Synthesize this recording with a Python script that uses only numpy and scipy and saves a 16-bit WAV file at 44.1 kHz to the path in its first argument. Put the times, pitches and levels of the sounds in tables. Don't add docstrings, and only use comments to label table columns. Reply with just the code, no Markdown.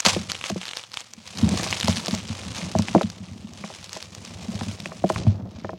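import sys
import numpy as np
from scipy import signal
from scipy.io import wavfile
from scipy.ndimage import uniform_filter1d

SR = 44100
rng = np.random.default_rng(int(sys.argv[2]) if len(sys.argv) > 2 else 0)


def transcribe(u):
    v = np.clip(np.atleast_2d(u).T, -1, 1)
    q = np.round(v * 32767).astype(np.int16)
    wavfile.write(sys.argv[1], SR, q)


def nominal_scale(level):
    x = np.asarray(level, float) / 20
    return 10 ** x


N = 254898

# time in seconds, level of the top in dB.
BRITTLE = [
    (0, -14.5),
    (2.15, -13),
    (2.3, -14.5),
    (3.2, -14.5),
    (4.9, -13),
    (5.15, -11),
    (5.3, -28),
    (5.78, -36),
]
# pitch in Hz, level in dB, t60 in seconds.
TUB_LOW = [(96, 0, .16), (120, -12, .1), (181, 0, .15), (215, -1, .11)]
# pitch in Hz, level in dB, t60 in seconds.
TUB_HIGH = [(185, -8.5, 0.13), (287, -8, 0.042), (346.5, 1, 0.056), (464.4, -10, 0.075), (571, 2.5, 0.033),
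            (634, -4.5, 0.079), (775, -1, 0.031), (916, -3.5, 0.018), (1044, -2, 0.018),
            (1270, -11.5, 0.016), (1775, -18.5, 0.021), (2390, -26.5, 0.022)]


def evened(x):
    return x / np.sqrt(np.mean(x ** 2) + 1e-20)


def along(rows):
    s, *columns = np.transpose(rows)
    return [np.interp(np.arange(N) / SR, s, column) for column in columns]


def coloured(x, points):
    f, db = np.transpose(points)
    hz = np.abs(np.fft.fftfreq(4096, 1 / SR))
    gain_db = np.interp(np.log(hz + 1), np.log(f), db)
    log_gain = np.log(nominal_scale(np.maximum(gain_db, -100)))
    taps = np.fft.ifft(np.exp(np.conj(signal.hilbert(log_gain)))).real[:2048]
    return signal.oaconvolve(x, taps)[:len(x)]


def add(mix, s, sound):
    part = mix[max(round(s * SR), 0):][:len(sound)]
    part += sound[:len(part)]


def impacts(per_s, spread_db):
    when, sign, size = rng.random(N), rng.choice([-1., 1.], N), rng.exponential(1, N)
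    return (when < per_s / SR) * sign * nominal_scale(spread_db * np.minimum(size, 3.8))


def crack(hz, cycles):
    turns = np.arange(200) * hz / SR
    return np.sin(2 * np.pi * turns) * turns * np.exp(-turns / cycles) * hz


def ring(hz, t60, rise_s, phase=0.):
    t = np.arange(SR // 5) / SR
    swell = np.sin(np.pi / 2 * np.minimum(t / max(rise_s, 1 / SR), 1)) ** 2
    return swell * nominal_scale(-60 * t / t60) * np.sin(2 * np.pi * (hz * t + phase))


def squeeze():
    # start in seconds, rise in seconds, hold in seconds, level in dB, release in dB per second.
    squeezes = [(-.05, 0.078, 0.053, -43, 198), (0.044, .012, 0.031, -17.5, 324),
                (0.1, 0.024, 0.049, -32, 146.5), (0.28, 0.026, 0.0092, -34.5, 148),
                (0.376, 0.099, 0.023, -33.5, 400), (0.584, 0.038, 0.19, -41.5, 232),
                (0.526, .02, 0.043, -46, 100), (0.912, 0.041, 0.042, -40.5, 248),
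                (1.221, 0.041, 0.068, -44.5, 100), (1.322, 0.061, 0.15, -36.5, 100),
                (1.518, 0.068, 0.017, -30, 32), (1.786, 0.12, 0.015, -31.5, 44),
                (2.05, 0.026, 0.073, -40.5, 58), (2.19, 0.16, 0.27, -40.5, 41),
                (2.486, 0.11, 0.022, -37.5, 81), (2.748, 0.028, 0.21, -40, 101),
                (3.097, 0.026, 0.13, -54.5, 39), (3.445, 0.26, 0.082, -44, 35),
                (3.909, 0.035, 0.014, -41.5, 94), (4.107, 0.095, 0.32, -46.5, 45),
                (4.393, 0.27, 0.022, -42, 34), (5.026, 0.084, 0.1, -40, 240),
                (5.254, 0.021, 0.0045, -46.5, 124), (5.422, .12, 0.12, -52.5, 59)]
    rest_db = -46.5
    t = np.arange(N) / SR
    brittle_db, = along(BRITTLE)
    power = (nominal_scale(rest_db) * np.minimum(nominal_scale(brittle_db + 7), 1)) ** 2
    for start, rise, hold, db, release_db in squeezes:
        swell = np.sin(np.pi / 2 * np.clip((t - start) / max(rise, 1e-3), 0, 1)) ** 2
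        since_release = np.clip(t - start - rise - hold, 0, 2)
        power = power + (swell * nominal_scale(db - abs(release_db) * since_release)) ** 2
    return 10 * np.log10(power)


def crumble():
    # frequency in Hz, level in dB per Hz.
    chalk_colour = [(290, -46), (500, 3), (631, -4.5), (708, -2), (1130, -1.5), (1510, -5.5), (2430, -2),
                    (6230, -4), (9630, -14.5), (15100, -33), (16000, -19)]
    grain_hz = [1100, 2300, 3200, 4400, 5800, 7800, 11000]
    top_db, = along(BRITTLE)
    dying = np.exp(-np.arange(1500) / (.0026 * SR))
    bursts = signal.oaconvolve(abs(impacts(130, 4.5)), dying)[:N]
    clumps = 0.29 + bursts / bursts.mean()
    grains = sum(signal.oaconvolve(impacts(600 * clumps, 4.1), crack(hz, 0.32))[:N] for hz in grain_hz)
    grains /= np.sqrt(uniform_filter1d(grains ** 2, 6000) + 1e-9)
    powder = rng.standard_normal(N) * clumps ** 0.27
    x = evened(coloured(grains + evened(powder), chalk_colour))
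    top = signal.sosfiltfilt(signal.butter(3, 7200, "high", fs=SR, output="sos"), x)
    return nominal_scale(squeeze()) * (x + top * (nominal_scale(top_db + 14.5) - 1))


def snaps():
    # time in seconds, peak in
    # dB, centre in Hz.
    fractures = [(0.0024, -5.5, 6450), (0.0502, -2.5, 4820), (0.0546, -7, 5570), (0.0623, 1.5, 5040),
                 (0.2983, -12.5, 3020), (0.3016, -19, 4060), (0.3171, -6.5, 5100), (0.347, -21, 2860),
                 (0.3508, -15.5, 3000), (0.4116, -17.5, 3000), (0.4396, -10, 2830), (0.4993, -14, 5200),
                 (0.6135, -18.5, 3430), (0.631, -17.5, 2960), (0.6536, -16, 4500), (0.6677, -24, 3470),
                 (0.6806, -16.5, 4140), (0.689, -17.5, 3450), (0.6964, -27.5, 3360), (0.7105, -18, 3430),
                 (0.7331, -16, 2900), (0.7698, -9.5, 4700), (0.7941, -21, 2940), (0.837, -22, 3460),
                 (0.9167, -24.5, 4410), (0.9403, -16.5, 4360), (0.9712, -10.5, 3200), (1.0049, -21, 6300),
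                 (1.0123, -23.5, 3600), (1.1351, -19.5, 5990),
                 (1.266, -28, 3630), (1.276, -23, 4930), (1.3725, -18, 5000), (1.3864, -17.5, 4900),
               (1.4745, -24, 3550), (1.49, -11.5, 7350), (1.5742, -15, 4770), (1.6245, -28, 2540),
               (1.6318, -9.5, 5140), (1.686, -17, 4700), (1.709, -11.5, 5700), (1.726, -7, 2380),
               (1.7322, -12, 3720), (1.769, -15, 3250), (1.8004, -9.5, 5450), (1.8093, -9, 3630),
               (1.8295, -9.5, 3300), (1.845, -12, 5080), (1.8741, -9.5, 3860), (1.8824, -7.5, 5210),
               (1.921, -18, 3920), (1.927, -15, 3350), (1.959, -16.5, 4750), (1.9695, -9.5, 4020),
               (2.059, -11.5, 5840), (2.0682, -13, 3920), (2.0819, -10.5, 5200), (2.1095, -13, 4500),
               (2.1487, -10.5, 6240), (2.4833, -23.5, 4280),
                 (2.4147, -24, 3710), (2.565, -17, 4370), (2.5744, -28, 2380), (2.6154, -21.5, 2340),
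              (2.7145, -18.5, 4990), (2.7863, -10, 6200), (2.8211, -16, 4430), (2.8835, -12.5, 2390),
              (2.9787, -21, 2390), (3.0101, -25, 2650), (3.0178, -18.5, 5130), (3.031, -17, 3380),
              (3.1, -18, 5470), (3.5346, -26.5, 5900), (3.6376, -28, 2410), (3.842, -21, 5130),
              (3.893, -21.5, 4320), (3.93, -14, 6000), (3.952, -21, 4800), (3.9705, -18.5, 5500),
              (4.0255, -15.5, 4730), (4.1489, -19, 5930), (4.2497, -21, 6250), (4.6091, -24.5, 3400),
              (4.632, -21, 3960), (4.8015, -17.5, 4450), (4.8572, -14.5, 2460), (5.0719, -31, 4100),
              (5.1367, -35, 2820), (5.1596, -20, 2450)]
    chips_per_s, chip_db, chip_spread_db = 18, 13, 3.5
    onset_s = 0.00099

    when, size, pitch, luck = rng.random((300, 4)).T
    at = (when * N).astype(int)
    chip_peak_db = np.minimum(squeeze()[at], -36) + chip_db + chip_spread_db * size
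    chips = np.c_[at / SR, chip_peak_db, 2400 * 2.5 ** pitch]
    chips = chips[luck < chips_per_s * N / SR / len(luck)]
    rows = np.vstack([fractures, chips])

    t = np.arange(400) / SR
    spray, gate = rng.standard_normal((len(rows), 2, len(t))).transpose(1, 0, 2)
    splinters = nominal_scale(-11) * spray * (gate > 1.3) * np.exp(-t / .0022)
    splinters[:, 0] = 1
    soft_top = signal.butter(2, 10500, fs=SR, output="sos")
    splinters = signal.sosfilt(soft_top, splinters)
    out = np.zeros(N)
    for (s, db, hz), train in zip(rows, splinters):
        tick = crack(hz, 0.44) + nominal_scale(-8) * crack(1.98 * hz, 0.34) + nominal_scale(-4) * crack(0.44 * hz, 0.25)
        sound = np.convolve(train, tick)
        add(out, s + onset_s, nominal_scale(db + 1.34) * sound / abs(sound).max())
    return out


def softened(x):
    top_db, = along(BRITTLE)
    top = signal.sosfiltfilt(signal.butter(6, 11500, "high", fs=SR, output="sos"), x)
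    return x + top * (nominal_scale(np.minimum(2.1 * (top_db + 12), 3)) - 1)


def walls(x):
    t = np.arange(SR // 8) / SR
    tail = rng.standard_normal(len(t)) * nominal_scale(-60 * t / .12) * (t > .0007)
    return signal.oaconvolve(x, tail / np.linalg.norm(tail))[:N]


def knocks():
    # time in seconds, peak in dB, hardness as tilt in dB per
    landings = [(0.061, -14.5, -3), (0.164, -11, -8.5), (0.501, -16, -4.5), (0.56, -18.5, -9),
                (1.539, -17, -6.5), (1.596, -18.5, 10.5), (1.626, -20.5, -7), (1.663, -22, 9),
                (1.881, -9, 3.5), (2.081, -15.5, -5.5), (2.139, -21.5, 0.5), (2.751, -9, -1.5),
                (2.793, -16.5, 1), (2.882, -29, 7.5), (2.949, -0.5, -0.5), (2.983, -13.5, -7),
                (3.011, -10, 4.5), (3.639, -21.5, 11.5), (3.701, -26, 5), (3.965, -23, 3),
                (4.61, -19.5, 5.5), (4.858, -26, -4), (4.918, -23.5, 9.5), (5.04, -5, -5), (5.1, -7, 2.5),
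                (5.16, -15.5, 12), (5.267, -20.5, -2), (5.646, -17.5, 5.5), (5.692, -18, 5.5),
                (5.732, -22, -5.5),
                (.074, -12, 11),
        (2.9587, -0.5, -7.5),
    ]
    hits = np.array(landings)
    rings = np.array([nominal_scale(db) * ring(hz, 0.93 * t60, 1.46 / hz) for hz, db, t60 in TUB_HIGH])
    octaves = np.log2(np.transpose(TUB_HIGH)[0] / 550)
    spots_db = 2.5 * rng.standard_normal((len(hits), len(TUB_HIGH)))
    out = np.zeros(N)
    for (s, db, tilt_db), spot_db in zip(hits, spots_db):
        sound = nominal_scale(spot_db + tilt_db * octaves) @ rings
        blow = crack(780 * nominal_scale(0.42 * tilt_db), 0.65)
        add(sound, .0006, nominal_scale(1.0) * abs(sound).max() * blow / abs(blow).max())
        add(out, s - .0003, nominal_scale(db - 2.0) * sound / abs(sound).max())
    return out


def thuds():
    # time in seconds, deepest pair in dB, second pair in dB.
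    pushes = [(0.06, -21.5, -22), (0.187, -46, -24.5), (0.518, -25, -23.5), (1.173, -39, -38.5),
              (1.39, -27, -25), (1.426, -8.5, -8.5), (1.512, -18, -15), (1.839, -18.5, -19.5),
              (1.881, -9.5, -13), (1.97, -34, -22), (2.126, -18, -17), (2.297, -18.5, -24),
              (2.49, -25.5, -39), (2.754, -12.5, -15), (2.788, -14.5, -11.5), (2.943, -33, -15),
              (3.033, -18, -15.5), (3.198, -28.5, -31.5), (3.307, -26.5, -36), (3.439, -56, -28.5),
              (3.637, -52, -28), (4.168, -32, -42.5), (4.482, -33, -22.5), (4.543, -23, -24),
              (4.61, -23, -21), (4.672, -18, -25), (5.151, -18, -51), (5.2755, -3, -19), (5.265, -3, -13),
              (5.637, -25, -26)]
    out = np.zeros(N)
    chance = rng.random((len(pushes), len(TUB_LOW), 2))
    for (s, deep_db, second_db), spot in zip(pushes, chance):
        modes_db = (deep_db, deep_db, second_db - 0.5, second_db + 7.0)
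        for (hz, level, t60), db, (a, b) in zip(TUB_LOW, modes_db, spot):
            bent_hz = hz * (1 + 0.086 * (a - .5))
            add(out, s, nominal_scale(db + level - 2.5) * ring(bent_hz, t60, 0.0097, 0.5 * b))
    return out


def rain():
    # time in seconds, flow in dB.
    flow = [(0, -70), (.13, -36), (.42, -50.5), (.7, -57), (1.0, -63), (1.3, -51.5), (1.45, -24),
            (1.72, -36.5), (2.21, -38.5), (2.41, -39.5), (2.64, -33.5), (3.2, -43), (3.57, -43.5),
            (3.96, -49.5), (4.6, -33.5), (4.99, -43.5), (5.2, -30.5), (5.78, -47)]
    boom_db, = along(flow)
    patter_db = -48.5 + (boom_db + 39)
    boom = sum(nominal_scale(db) * signal.oaconvolve(impacts(60, 3.54), ring(hz, 0.54 * t60, 0.0026))[:N]
               for hz, db, t60 in TUB_LOW)
    patter = sum(nominal_scale(db) * signal.oaconvolve(impacts(220, 5.8), ring(hz, 0.3 * t60, 0.00068)[:2500])[:N]
                 for hz, db, t60 in TUB_HIGH)
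    return nominal_scale(boom_db) * evened(boom) + nominal_scale(patter_db) * evened(patter)


def room():
    # frequency in Hz, level in dB per Hz.
    room_colour = [(15, -30), (25, -35), (108, 16), (242, -11), (363, -22), (416, -52), (545, -38),
                   (818, -53), (16000, -80)]
    return nominal_scale(-66) * evened(coloured(rng.standard_normal(N), room_colour))


def hiss():
    return nominal_scale(-74) * rng.standard_normal(N)


def scene():
    chalk = softened(crumble() + snaps())
    tub = knocks() + thuds() + rain()
    mono = chalk + nominal_scale(-31) * walls(chalk) + tub + room() + hiss()
    return np.array([mono, mono])


def treble_patches(mono):
    hz, t, z = signal.stft(mono, SR, nperseg=1024)
    patches = rng.random((2, len(t) // 4 + 1, len(hz) // 16 + 1))
    patches = patches.repeat(4, 1).repeat(16, 2)
    luck, turn = patches[:, :len(t), :len(hz)]
    share = np.interp(hz, [7500, 9500, 13000, 16000], [0, .14, .2, .1])
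    angle = (np.pi / 2 * np.sqrt(turn) * (luck < share)).T
    scrambled = np.exp(2j * np.pi * rng.random((len(t), len(hz))).T)
    both = np.array([z * np.cos(angle), z * np.sin(angle) * scrambled])
    mid, side = signal.istft(both, SR, nperseg=1024)[1][:, :N]
    return np.array([mid + side, mid - side])


def roll_off(x):
    return signal.sosfilt(signal.butter(12, 16640, fs=SR, output="sos"), x)


def record(dry):
    cut = signal.sosfilt(signal.butter(4, 68, "high", fs=SR, output="sos"), dry[0])
    held = np.clip(cut, -.93, .93)
    lowpass = signal.firwin(255, 16000, window=("kaiser", 9), fs=SR)
    mix = treble_patches(signal.oaconvolve(held, lowpass, "same"))
    return roll_off(mix)


dry = scene()
out = record(dry)
transcribe(out)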